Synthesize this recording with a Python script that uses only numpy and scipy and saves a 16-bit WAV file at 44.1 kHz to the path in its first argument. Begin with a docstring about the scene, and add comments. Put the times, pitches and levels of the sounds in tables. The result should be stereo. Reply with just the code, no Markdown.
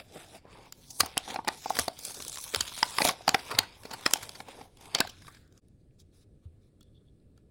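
"""First fingers rub a plastic blister pack and rip its glue seam: noise grains drive moving shell and card modes.
Over this come knocks with a sagging pitch and snaps: flurries of noise slips ringing a stiff shell and a dull card.
Around 5.6 s the level dips briefly; then a small toy is turned in the fingers, with soft touches, ticking axles
and a rattling wheel, while a few faint snaps go on. From start to end a quiet room rumbles and hisses below
a very faint steady tone. The near sources reach two microphone ports and leave a short dull tail."""
import sys
import numpy as np
from scipy import signal
from scipy.fft import rfft, irfft, next_fast_len
from scipy.io import wavfile
from scipy.ndimage import uniform_filter1d

SR = 44100
rng = np.random.default_rng(int(sys.argv[2]) if len(sys.argv) > 2 else 0)


def log_audio(samples):
    """Write samples as a 16-bit WAV file to the path given in sys.argv[1]."""
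    # one column per channel
    frames = np.atleast_2d(samples).T
    # limit to full scale, then quantise
    limited = np.clip(frames, -1, 1)
    pcm = np.round(limited * 32767).astype(np.int16)
    wavfile.write(sys.argv[1], SR, pcm)


N = 331091  # length [samples]

# creases giving way: (flurry peak time [s], crack level [dB], card level [dB], main card mode [Hz],
# fizz level [dB], left minus right of crack and card [dB], flurry stretch [x 0.96 ms, held to 0.2-6])
SNAPS = [(0.454, -57, -40, 480, -92, -8, 0.92), (0.7248, -35, -64, 1030, -33.5, 6.5, 1.14),
         (0.9079, -56, -51, 828, -36.5, -0.5, 6.2), (1.0062, -9.5, -24.5, 1232, -10.5, -21.5, 2.3),
         (1.034, -31.5, -12.5, 814, -49, 4, 0.58), (1.0612, -35, -33, 1220, -30, -4.5, 2.9),
         (1.1713, -21.5, -16.5, 790, -75, 4, 0.93), (1.1781, -16.5, -80, 796, -13.5, 2, 0.63),
         (1.2785, -50, -32.5, 830, -55, -12, 2.6), (1.3438, -33.5, -23, 860, -38.5, 0, 4.4),
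         (1.361, -27, -17.5, 770, -76, -2, 1.3), (1.3906, -40, -19, 846, -73, -5, 1.8),
         (1.4486, -41, -36, 905, -47, -6, 1.5), (1.4755, -23.5, -15.5, 900, -45, -1, 1.1),
         (1.4813, -21, -19, 900, -23, -7, 0.77), (1.4869, -16.5, -18.5, 813, -34, 12, 0.78),
         (1.66, -40, -20, 820, -42, -4.5, 1.5), (1.6994, -32.5, -35, 740, -31.5, 3, 2.2),
         (1.7054, -44, -15, 810, -33, -11, 0.24), (1.753, -30, -53.5, 700, -41, -0.5, 0.96),
         (1.769, -27, -28, 1055, -34, -6, 1.2), (1.7895, -13.5, -21.5, 1170, -19.5, -5, 0.4),
         (1.795, -20.5, -22, 720, -18.5, -2, 2.4), (1.882, -23, -14.5, 676, -26.5, -4, 1.3),
         (1.991, -40, -60, 1360, -34.5, 4, 3.5), (2.0512, -37, -40, 1410, -24.5, 5, 1.7),
         (2.097, -37, -42, 470, -45, -7, 1.5), (2.107, -41, -39, 900, -41, -3, 1.1),
         (2.146, -41, -48, 900, -36, -6, 3.7), (2.173, -55, -41, 470, -50, -11, 1.2),
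         (2.2025, -35.5, -37, 1190, -39, -3.5, 1.8), (2.2235, -35, -49, 1340, -31, 3, 0.97),
         (2.25, -43, -45, 1100, -33, 14, 0.33), (2.266, -42, -42, 440, -44, -5, 1.5),
         (2.2818, -44, -47, 820, -28, 17, 1.7), (2.297, -42, -50, 900, -30.5, -2, 1.1),
         (2.329, -37, -51, 1000, -36, -7, 1.8), (2.358, -37, -40, 1050, -34, -4, 1.6),
         (2.3728, -33, -39, 1030, -40, -12, 0.83), (2.3851, -47, -34, 1050, -31, -7, 0.35),
         (2.413, -57, -63, 900, -36, 0, 0.54), (2.54, -32, -28.5, 440, -37, 28, 9),
         (2.5474, -15, -24.5, 500, -22.5, -1, 0.67), (2.561, -21, -28, 876, -20.5, -4, 1.2),
         (2.6087, -16.5, -35.5, 389, -17, 1, 2.2), (2.72, -42, -36, 1050, -52, -3.5, 2.3),
         (2.739, -52, -44, 1000, -43, 2.5, 1.1), (2.766, -39, -46, 1000, -36, 0, 1.1),
         (2.778, -31, -49.5, 1000, -38, 12, 1), (2.7888, -36, -46.5, 1035, -35, -8, 6.8),
         (2.8294, -10, -10.5, 959, -26, -1.5, 1.15), (2.908, -36.5, -51, 900, -34.5, 12, 1),
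         (2.9854, -15.5, -13, 1173, -23.5, 3.5, 1.45), (3.006, -43, -18, 887, -42.5, 8.5, 7.5),
         (3.0193, -13, -14.5, 610, -24.5, 6.5, 1.8), (3.0513, -15.5, -2.5, 710, -11, -1, 1.56),
         (3.0595, -26.5, -21, 620, -28, 13.5, 2.5), (3.0775, -27, -24.5, 700, -31.5, 7.5, 2.4),
         (3.0875, -21.5, -17.5, 851, -19.5, -0.5, 0.62), (3.092, -18.5, -19.5, 1150, -27, -9.5, 2),
         (3.099, -26, -27.5, 800, -31, -3.5, 2), (3.111, -34.5, -26, 680, -34.5, -4, 3.1),
         (3.209, -63.5, -37, 709, -64.5, -11.5, 1.3), (3.28, -12.5, -10, 819, -24, -12.5, 1.2),
         (3.292, -10.5, -15, 880, -15, 2, 0.87), (3.317, -44, -28.5, 760, -47, 4.5, 1.2),
         (3.3457, -10, -15, 800, -22.5, 9.5, 1.15), (3.349, -23.5, -15, 790, -37, -6.5, 1.4),
         (3.394, -35, -38, 690, -58, 1, 2.9), (3.5146, -30.5, -25, 1090, -34.5, -3.5, 6.5),
         (3.551, -29, -30, 1020, -46.5, 1.5, 3.5), (3.5891, -7, -16.5, 900, -10, 3.5, 1.6),
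         (3.633, -39, -34, 1490, -47, 1, 4.2), (3.835, -43, -35, 681, -47, 6, 1.6),
         (3.8546, -38.5, -29.5, 480, -45, -4.5, 3.3), (3.913, -35, -27.5, 830, -40, 0, 7.1),
         (3.937, -30, -26, 905, -35, 1, 6.6), (3.994, -54, -37.5, 711, -56, 0, 0.64),
         (4.011, -48.5, -60, 800, -43, 0, 1.2), (4.077, -33.5, -47.5, 800, -36.5, 1.5, 1),
         (4.0631, -9.5, -11.5, 801, -24.5, 0.5, 1.9), (4.1105, -32.5, -28.5, 1040, -31.5, -1, 1.4),
         (4.1366, -9.5, -38.5, 784, -7.5, 3, 0.74), (4.1582, -31.5, -21, 877, -52.5, 2, 1.3),
         (4.2313, -37, -31.5, 1070, -35.5, 7.5, 5.7), (4.2932, -32.5, -43, 856, -34.5, -1, 0.7),
         (4.3544, -41, -45, 1090, -47, -1, 4.6), (4.404, -34, -28.5, 796, -45, 11, 1.9),
         (4.486, -46, -35, 807, -50, -4, 3.4), (4.613, -43, -33, 790, -58, 0.5, 3.7),
         (4.772, -51, -57, 1010, -53, -1, 1.3), (4.8105, -50, -61, 600, -49, 8, 2.3),
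         (4.857, -46, -35.5, 790, -47.5, 1.5, 1.9), (4.9496, -12, -29.5, 1370, -18.5, 0.5, 1.3),
         (4.9562, -24, -23, 760, -45.5, 0, 3.3), (4.987, -24.5, -52.5, 390, -37.5, 25.5, 2.2),
         (5.005, -9.5, -15, 672, -15, 0, 0.95), (5.011, -31.5, -18.5, 1592, -44, -11.5, 1.3),
         (5.05, -41, -30.5, 773, -48, -6, 2), (5.0745, -35.5, -42, 1590, -41, 0, 2.6),
         (5.097, -40, -82, 754, -42.5, 1, 4.5), (5.221, -47, -49, 1660, -50, -2, 2.1),
         (5.248, -56, -47, 1130, -62, -6, 1.5), (5.269, -45.5, -59, 1200, -58, 0, 1.8),
         (5.282, -52, -37.5, 1170, -50, 7, 3.9), (5.348, -50, -52, 1730, -60, 3, 2.3),
         (5.371, -52, -58, 1600, -65, 5, 2), (5.4775, -66, -75, 386, -63, 3.5, 0.75),
         (5.525, -59.5, -62, 600, -58, -3, 1.16), (5.5772, -60, -64, 384, -51.5, -15, 1.02),
         (5.6844, -71, -72, 391, -63.5, -5, 1.8), (6.0009, -66.5, -76, 395, -59, -11.5, 0.68),
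         (6.8093, -73, -61.5, 1390, -56, -13.5, 1.9), (6.8295, -63.5, -73, 460, -57, -2, 1.7),
         (7.3772, -66, -62.5, 1330, -62.5, -8, 1.3)]
# stiff plastic shell, three lower then four upper modes: (pitch [Hz], damping width [Hz], relative level [dB])
SHELL_MODES = [(1524, 820, 4), (1966, 370, -5), (2267, 280, -3), (3260, 300, 1.5), (3970, 700, 4.5),
               (4565, 330, 4), (5056, 460, 2.5)]
# treble modes of the fizz: (pitch [Hz], damping width [Hz], relative level [dB])
FIZZ_MODES = [(6292, 1200, 5), (6724, 860, 2), (7400, 970, 1.5), (10080, 1700, 6), (12170, 1500, 6),
              (15300, 2000, -5.5)]
# card modes, all retuned so that the third meets the wanted pitch:
# (pitch before retuning [Hz], damping width [Hz], relative level [dB])
CARD_MODES = [(518, 100, -6), (680, 34, -11), (814, 135, 3.5), (1056, 110, -5), (1300, 288, -10),
              (340, 110, -8)]
# ripping and rubbing on the pack, ahead of the ports:
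# (time [s], drive level [dB], card against level [dB], fizz against level [dB])
RUSTLE = [(0, -41.5, 7, -12.5), (0.031, -60.5, 1.5, -3), (0.098, -59, 1.5, -6), (0.158, -51, 12.5, 0.5),
          (0.286, -55, -3.5, -1.5), (0.368, -52.5, 7.5, -1.5), (.41, -72, 2, -8), (.46, -69.5, 23, -10),
          (0.511, -57.5, 9, -7), (.66, -56.5, 6, -6), (.71, -64.5, -6, -6), (0.799, -60, 0, 3),
          (0.898, -61.5, -7, 8), (.98, -59, 4, 19), (1.069, -43, -3.5, -15), (1.139, -54, -6, -7),
          (1.24, -51.5, -0.5, -5.5), (1.302, -44, 4, -1.5), (1.36, -49.5, 5, -4), (1.43, -62, -2, -10),
          (1.52, -49.5, 8, -4), (1.6, -54.5, -6, 5), (1.68, -46.5, -14, -3), (1.794, -38.5, 3.5, 5),
          (1.92, -55.5, -11, -5.5), (2.06, -45, -6.5, 6.5), (2.18, -45, -6.5, 0), (2.35, -45.5, -9, 3),
          (2.51, -48, -4.5, 4), (2.58, -39, -5.5, -3.5), (2.7, -43.5, -13.5, -0.5), (2.943, -45.5, -1, 0.5),
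          (3.08, -29.5, -4.5, -1.5), (3.16, -54, 0, -6), (3.45, -49, -0.5, -3.5), (3.52, -45, 6, -6),
          (3.72, -53.5, -3, -10.5), (3.81, -60.5, 4.5, 3.5), (3.93, -49.5, 3.5, -6), (3.978, -51.5, 0, 0.5),
          (4.07, -50, -5, -3.5), (4.24, -46.5, 3.5, 1), (4.33, -54, 3, 0.5), (4.4, -54.5, 1, -1),
          (4.44, -62.5, 8, -1), (4.489, -49, 6.5, -7.5), (4.641, -55.5, 0.5, -1), (4.69, -68.5, 0, -1),
          (4.76, -67, 2, -2), (4.82, -54, 1.5, -3.5), (5, -48.5, 2.5, -11.5), (5.17, -59, -5.5, -6.5),
          (5.28, -57, -4, 0), (5.361, -57.5, 2, -6), (5.39, -63.5, 0, 2), (5.49, -73, 0.5, -6),
          (5.6, -66.5, -2, -2.5)]
# main card mode in the rustle, moving as the grip bends and shortens the card: (time [s], pitch [Hz])
CARD_PITCH = [(0, 620), (.42, 635), (.5, 910), (.7, 810), (1.9, 780), (2.06, 530), (2.29, 530),
              (2.34, 1060), (2.5, 915), (2.7, 960), (3.0, 990), (3.08, 757), (3.42, 820), (3.5, 1010),
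              (3.57, 1040), (3.62, 900), (4.599, 811), (5.06, 772), (5.18, 1500), (5.38, 1570),
              (5.601, 1160)]
# fingers sliding on the toy, ahead of the ports:
# (start [s], length [s], drive level [dB], card quieter by [dB])
TOUCHES = [(5.799, .02, -76, 7.5), (5.992, 0.027, -60, 26), (6.13, 0.11, -63.5, 13),
           (6.426, 0.042, -73.5, -4.5), (6.611, 0.08, -72.5, 8.5), (6.802, 0.17, -87, 5.5),
           (7.356, 0.046, -79, -2.5)]
# a loose wheel turning and rattling on its axle: (time [s], drive level ahead of rattle and ports [dB])
WHEEL = [(6.8, -95), (6.812, -67.5), (6.835, -84), (6.89, -87), (6.916, -97.5), (6.965, -75), (7.02, -94),
         (7.045, -94), (7.08, -81), (7.105, -90.5)]
# wheels and axles ticking: (time [s], peak level ahead of the ports [dB], main axle mode [Hz])
TICKS = [(5.9094, -63.5, 2560), (5.9963, -50, 4450), (6, -54, 5400), (6.1144, -68, 4470),
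         (6.809, -51.5, 3370), (6.83, -51, 4420), (7.1997, -65.5, 4180), (7.3758, -61, 4710)]
# axle modes, retuned for each tick so that the first meets its pitch:
# (pitch before retuning [Hz], damping width [Hz], relative level [dB])
AXLE_MODES = [(3465, 200, 3.5), (4200, 390, -9.5), (3050, 110, -11)]
# hands and card knocking the desk:
# (time [s], right level ahead of the rise and decay [dB], pitch it sags to [Hz], left minus right [dB])
THUMPS = [(0.155, -31, 146, -7.5), (1.013, -30, 77.5, -14.5), (1.803, -27.5, 77.8, -14),
          (2.565, -29, 82, -10.5), (2.613, -31.5, 68, -14), (3.042, -24.5, 120, 2.5),
          (3.274, -37, 144.4, -9.5), (3.54, -30, 106.2, -4), (3.592, -30, 90, -9),
          (3.931, -41.5, 113.3, -5.5), (4.225, -38, 91, 8), (5.041, -35.5, 82.8, -9), (6.455, -33, 79, 0)]
# phase between the ports for the near sources: (frequency [Hz], left leads by [rad])
PORT_PHASE = [(60, -.1), (340, -2.2), (1000, -2.8), (2000, -2.0), (5000, -1.5), (8800, -.3), (9300, .7),
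              (10000, 1.2), (10500, 2.0), (11400, 2.0), (12500, 3.14), (14000, 4.4), (15800, 6.2)]
# balance between the ports for the near sources: (frequency [Hz], left minus right [dB])
PORT_BALANCE = [(60, -3), (200, -5.5), (700, -5), (1290, -3), (2380, 1), (3300, -6), (4400, -10),
                (5600, -7), (8120, -1), (15000, 0)]
# likeness of what reaches the two ports: (frequency [Hz], likeness [-1 to 1])
PORT_LIKENESS = [(100, .7), (1000, .75), (2200, .6), (3000, .4), (7500, .35), (9500, .9), (12500, .99),
                 (16000, .92)]
# spectrum of the room, scaled as a whole later: (frequency [Hz], relative density [dB])
ROOM_SPECTRUM = [(15, -40.5), (25, -13), (70, 1.5), (256, -9.5), (326, -10.5), (531, -19.5), (988, -42),
                 (1700, -42.5), (3160, -46.5), (4250, -45.5), (6380, -53.5), (9070, -42), (12200, -62.5),
                 (14800, -51), (16000, -56.5)]
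# likeness of the room in left and right: (frequency [Hz], likeness [-1 to 1])
ROOM_LIKENESS = [(60, 0.9), (180, 0.12), (550, 0.52), (1650, -0.01), (4970, 0.71), (15000, 0.14)]
# faint steady tone: (pitch [Hz], rms level [dB])
TONES = [(1701, -99)]
# brief dip of the level: (centre [s], half width to 1/e of the depth [s], gain at the centre [dB])
DIP = (5.607, .012, -20)

LEAD_S = .008  # room left for the build-up of a snap
TAUT_DB, TAUT_PER_DB = 1, 0.23  # a snap with more fizz than card comes from a tauter shell
RUSTLE_TAUT_DB, RUSTLE_TAUT_PER_DB = -1, 0.41  # the same for the rustle
RIP_DB, RIP_T60_S = -33.5, 0.25  # the seam ripping on after a snap: level against the crack, decay
STRAIN_DB, STRAIN_T60_S = -22.5, 0.037  # the shell creaking louder before it gives: same units
TOUCH_EDGE_S = 0.022  # rise and fall of a touch
HOLD_DB = -84  # drive level of just holding the toy
TICK_BURST_S = 0.0012  # decay of the slips in a tick
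THUMP_PHASE_PER_DB = -1.2  # left phase offset [rad] per dB of left minus right
ROOM_DB = -58.5  # rms level of the room
EDGE_HZ = 16500  # band limit


def snaps():
    """Creases in the pack give way one after another, each with its own chance."""
    out = np.zeros((2, N))
    chance = rng.standard_normal((len(SNAPS), 4, 1500))
    for (s, *row), own in zip(SNAPS, chance):
        add(out, s - LEAD_S, snap(*row, own))
    return out


def snap(crack_db, card_db, card_hz, fizz_db, pan_db, stretch, chance):
    """A crease gives way in a short flurry of slips that rings shell and card."""
    t = np.arange(len(chance[0])) / SR - LEAD_S
    u = t / (0.00096 * np.clip(stretch, .2, 6))
    flurry = np.where(u < 0, np.exp(1.16 * u), np.exp(-.75 * u))  # slips gather, peak and die away
    slips = chance[:2] * gain_of(2.7 * chance[2]) * flurry
    # the card flips and springs back as the flurry gathers
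    v = (t + 0.00055) * card_hz / 0.24
    kick = 1.5 * np.array([v, .5 - v ** 2]) * np.sign(chance[2, 0]) * np.exp(-v ** 2)

    taut_db = TAUT_DB + TAUT_PER_DB * (fizz_db - card_db)
    crack = shell(slips, taut_db, creased(SHELL_MODES, chance[3]), ring)
    fizz = ring(slips * flurry ** 0.38, creased(FIZZ_MODES, chance[2]))
    card = ring(kick + 0.55 * slips, tuned(CARD_MODES, card_hz / CARD_MODES[2][0]))

    side = gain_of([[pan_db / 2], [-pan_db / 2]])  # the fizz is left unpanned
    parts = ((ports(crack) * side, crack_db), (ports(fizz), fizz_db), (ports(card) * side, card_db))
    mix = 0
    for x, db in parts:
        loudest = np.sqrt(uniform_filter1d((x ** 2).mean(0), size=88).max())  # rms of the loudest 2 ms
        mix = mix + gain_of(db) * x / loudest
    return mix


def creased(modes, chance):
    """Every crease lies elsewhere, so it detunes the modes and excites them unevenly."""
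    return [(hz * (1 + .04 * a), w, db + 2.5 * b)
            for (hz, w, db), a, b in zip(modes, chance, chance[::-1])]


def shell(x, taut_db, modes, through):
    """A taut shell rings in its upper modes, a slack one in its lower modes."""
    upper, lower = through(x, modes[3:]), through(x, modes[:3])
    return (gain_of(taut_db) * upper + 1.014 * lower) / np.sqrt(gain_of(2 * taut_db) + .5)


def rustle():
    """Skin and torn fibres hiss; tiny creases crackle in clumps through the same shell and card."""
    level_db, card_db, fizz_db = effort()
    taut_db = RUSTLE_TAUT_DB + RUSTLE_TAUT_PER_DB * (fizz_db - card_db)
    slips, flexes = rng.standard_normal((2, 2, N))
    force = np.clip((level_db + 73.0) / 35.0, .1, 1)  # light strokes brush smoothly, hard pulls crackle
    swells = evened(uniform_filter1d(rng.standard_normal((3, N)), size=500))
    clumps = gain_of(2.9 * force * swells)
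    grains = 0.58 + 0.55 * force * crackle(per_s=900, spread_db=4.5, slip_s=0.0006)
    creaks = 0.7 + .45 * force * crackle(per_s=220, spread_db=2.5, slip_s=0.0018)
    bent = np.interp(np.arange(N) / SR, *np.transpose(CARD_PITCH)) / CARD_MODES[2][0]

    def fingered(x, modes):
        """Shell modes under moving fingers."""
        return handled(x, modes, wander_db=2.5)

    body = shell(slips * grains * clumps[0], taut_db, SHELL_MODES, fingered)
    fizz_drive = slips * grains * np.sqrt(clumps[0] * clumps[1])
    fizz = handled(fizz_drive, FIZZ_MODES, wander_db=2.5, damp=0.85)
    card_drive = flexes * creaks * clumps[2]
    card = handled(card_drive, CARD_MODES, wander_db=3.5, drift=0.05, tune=bent, damp=2.1)
    return gain_of(level_db) * (body + gain_of(fizz_db) * fizz + gain_of(card_db) * card)


def effort():
    """Level, card and fizz of the rustle: the pull, the touches, and strain and rip around each snap."""
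    t = np.arange(N) / SR
    s, pull_db, *colour = np.transpose(RUSTLE)
    power = gain_of(2 * np.interp(t, s, pull_db, right=HOLD_DB))  # doubled dB gives power
    card_db, fizz_db = (np.interp(t, s, c) for c in colour)
    for start, length, db, quiet_db in TOUCHES:
        inside_s = np.minimum(t - start, start + length - t)
        touch = np.clip(inside_s / TOUCH_EDGE_S + .5, 0, 1)
        power = power + gain_of(2 * db) * touch ** 2
        card_db = card_db - quiet_db * touch
    cracks = np.zeros(N)
    for at, crack_db, *_ in SNAPS:
        cracks[round(at * SR)] = gain_of(2 * crack_db)
    power = power + gain_of(2 * RIP_DB) * dying(cracks, RIP_T60_S)
    # run backwards, the decay becomes a build-up
    power = power + gain_of(2 * STRAIN_DB) * dying(cracks[::-1], STRAIN_T60_S)[::-1]
    return 10 * np.log10(power), card_db, fizz_db


def dying(power, t60_s):
    """Lets power die away by 60 dB in t60_s."""
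    return signal.lfilter([1], [1, -gain_of(-2 * 60 / (t60_s * SR))], power)


def handled(x, modes, wander_db, drift=.04, tune=1, damp=1.7):
    """Moving fingers alter the damping, mute now one mode, now another, and push each up and down in pitch."""
    at = np.arange(0, N + 900, 900)
    chance = rng.standard_normal((2, len(modes), len(at)))
    wander = evened(uniform_filter1d(chance[0], size=3))
    bend = evened(uniform_filter1d(chance[1], size=7))
    out = np.zeros(x.shape)
    for k, ((hz, w, db), own, pull) in enumerate(zip(modes, wander, bend)):
        pitch = hz * tune * (1 + drift * np.interp(np.arange(N), at, pull))
        turn = np.exp(2j * np.pi * np.cumsum(pitch) / SR)
        r = np.exp(-2 * np.pi * damp * w / SR)
        # shift the moving mode down to 0 Hz, resonate there, shift back up
        rung = (turn * signal.lfilter([1], [1, -2 * r, r * r], x / turn)).real
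        unit = np.sqrt(2 * (1 - r * r) ** 3 / (1 + r * r))  # evens loudness across dampings
        level = gain_of(db + wander_db * np.interp(np.arange(N), at, own))
        out += (-1) ** k * level * unit * rung
    return out / np.linalg.norm(gain_of([db for hz, w, db in modes]))


def crackle(per_s, spread_db, slip_s):
    """An envelope of small slips at random moments, a few of them large, each dying away over slip_s."""
    size = gain_of(spread_db * np.minimum(rng.exponential(1, N), 4))
    starts = size * (rng.random(N) < per_s / SR)
    return evened(signal.oaconvolve(starts, np.exp(-np.arange(400) / SR / slip_s))[:N])


def ticks():
    """A short puff of slips rings the axle, tuned to each tick."""
    out, t = np.zeros((2, N)), np.arange(900) / SR
    chance = rng.standard_normal((len(TICKS), 2, 900))
    for (s, db, pitch_hz), own in zip(TICKS, chance):
        puff = own * np.exp(-t / TICK_BURST_S)
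        tick = ring(puff, tuned(AXLE_MODES, pitch_hz / AXLE_MODES[0][0]))
        add(out, s, gain_of(db) * tick / abs(tick).max())
    return out


def wheel():
    """Rubbing and uneven little taps ring the axle."""
    s, db = np.transpose(WHEEL)
    level = gain_of(np.interp(np.arange(N) / SR, s, db, -150, -150))
    drive = 1.3 + 0.99 * crackle(per_s=150, spread_db=0.0, slip_s=0.0012)
    return ring(level * drive * rng.standard_normal((2, N)), AXLE_MODES)


def thumps():
    """Low soft knocks: decaying sines whose pitch sags."""
    out, t = np.zeros((2, N)), np.arange(6000) / SR
    for s, db, hz, pan_db in THUMPS:
        turns = 2 * np.pi * hz * (t + .003 * (1 - np.exp(-t / .01)))  # starts 30 % sharp
        swell = gain_of(db - 60 * t / .13) * (1 - np.exp(-t / .005))
        phase = [[THUMP_PHASE_PER_DB * pan_db], [0]]
        add(out, s, swell * np.sin(turns + phase) * gain_of([[pan_db], [0]]))
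    return out


def ports(x):
    """Each port hears its own blend of the near source, with its own phase and level, and little bass."""
    size = next_fast_len(x.shape[1] + 500)
    hz = np.fft.rfftfreq(size, 1 / SR)
    # half the difference goes to each port
    half = gain_of(read(PORT_BALANCE, hz) / 2) * np.exp(.5j * read(PORT_PHASE, hz))
    heard = pair(*rfft(x, size), read(PORT_LIKENESS, hz)) * [half, 1 / half]
    bass_cut = hz ** 2 / (hz ** 2 + 95.0 ** 2)
    return irfft(heard * bass_cut, size)[:, :x.shape[1]]


def desk(x):
    """Desk and walls throw back a short dull tail: smoothed noise falling 60 dB in 0.23 s."""
    t = np.arange(5000) / SR
    tail = rng.standard_normal((2, len(t))) * gain_of(-60 * t / 0.23) * (t > .003)
    tail = uniform_filter1d(tail, size=4)
    return gain_of(-23.5) * signal.oaconvolve(x, tail / np.linalg.norm(tail[0]), axes=1)[:, :N]


def room():
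    """Steady rumble and hiss: noise shaped in the spectrum, with drifting patches."""
    frames, hz = N // 256 + 5, np.fft.rfftfreq(1024, 1 / SR)
    a, b, c, d, patches = rng.standard_normal((frames, 513, 5)).T
    patches = uniform_filter1d(uniform_filter1d(patches, 6, 0), 10, 1)  # over frequency, then time
    z = pair(a + 1j * b, c + 1j * d, read(ROOM_LIKENESS, hz)[:, None])
    z *= gain_of(read(ROOM_SPECTRUM, hz)[:, None] + 1.5 * evened(patches))
    noise = signal.istft(z, nperseg=1024, noverlap=768)[1][:, :N]
    return gain_of(ROOM_DB) * evened(noise)


def faint_tone():
    """A steady sine, equal in both channels."""
    t = np.arange(N) / SR
    return sum(gain_of(db) * np.sqrt(2) * np.sin(2 * np.pi * hz * t) for hz, db in TONES)


def gain_of(db):
    """Decibels to gain."""
    return 10 ** (np.asarray(db) / 20)


def evened(x):
    """Scales to rms 1."""
    return x / np.sqrt(np.mean(x ** 2) + 1e-20)


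def read(points, hz):
    """Reads a table on a log-frequency axis."""
    f, value = np.transpose(points)
    return np.interp(np.log(hz + 1), np.log(f + 1), value)


def add(mix, s, sound):
    """Mixes a two-channel sound in at time s."""
    part = mix[:, max(round(s * SR), 0):][:, :sound.shape[1]]
    part += sound[:, :part.shape[1]]


def tuned(modes, ratio):
    """Moves all modes in pitch by one ratio."""
    return [(hz * ratio, w, db) for hz, w, db in modes]


def ring(x, modes):
    """Passes x through damped modes with a soft start."""
    t = np.arange(512) / SR
    body = sum(gain_of(db) * w ** 2.0 * t * np.exp(-2 * np.pi * w * t) * np.sin(2 * np.pi * hz * t)
               for hz, w, db in modes)
    return signal.oaconvolve(x, body[None] / np.linalg.norm(body), axes=1)[:, :x.shape[1]]


def pair(a, b, same):
    """Two channels that share part of their chance."""
    same = np.clip(same, -1, 1)
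    return np.array([a, same * a + np.sqrt(1 - same ** 2) * b])


def scene():
    """Pack, hands and toy with their short tail, the knocks, the room and the faint tone."""
    near = snaps() + ports(rustle() + wheel() + ticks())
    return near + desk(near) + thumps() + room() + faint_tone()


def record(dry):
    """The brief dip, a soft ceiling and the band limit."""
    s, width, db = DIP
    dipped = dry * gain_of(db * np.exp(-((np.arange(N) / SR - s) / width) ** 2))
    limited = np.tanh(dipped / 1.2) * 1.2
    lowpass = signal.firwin(401, EDGE_HZ, window=("kaiser", 9), fs=SR)
    return signal.oaconvolve(limited, lowpass[None], "same")


dry = scene()
out = record(dry)
log_audio(out)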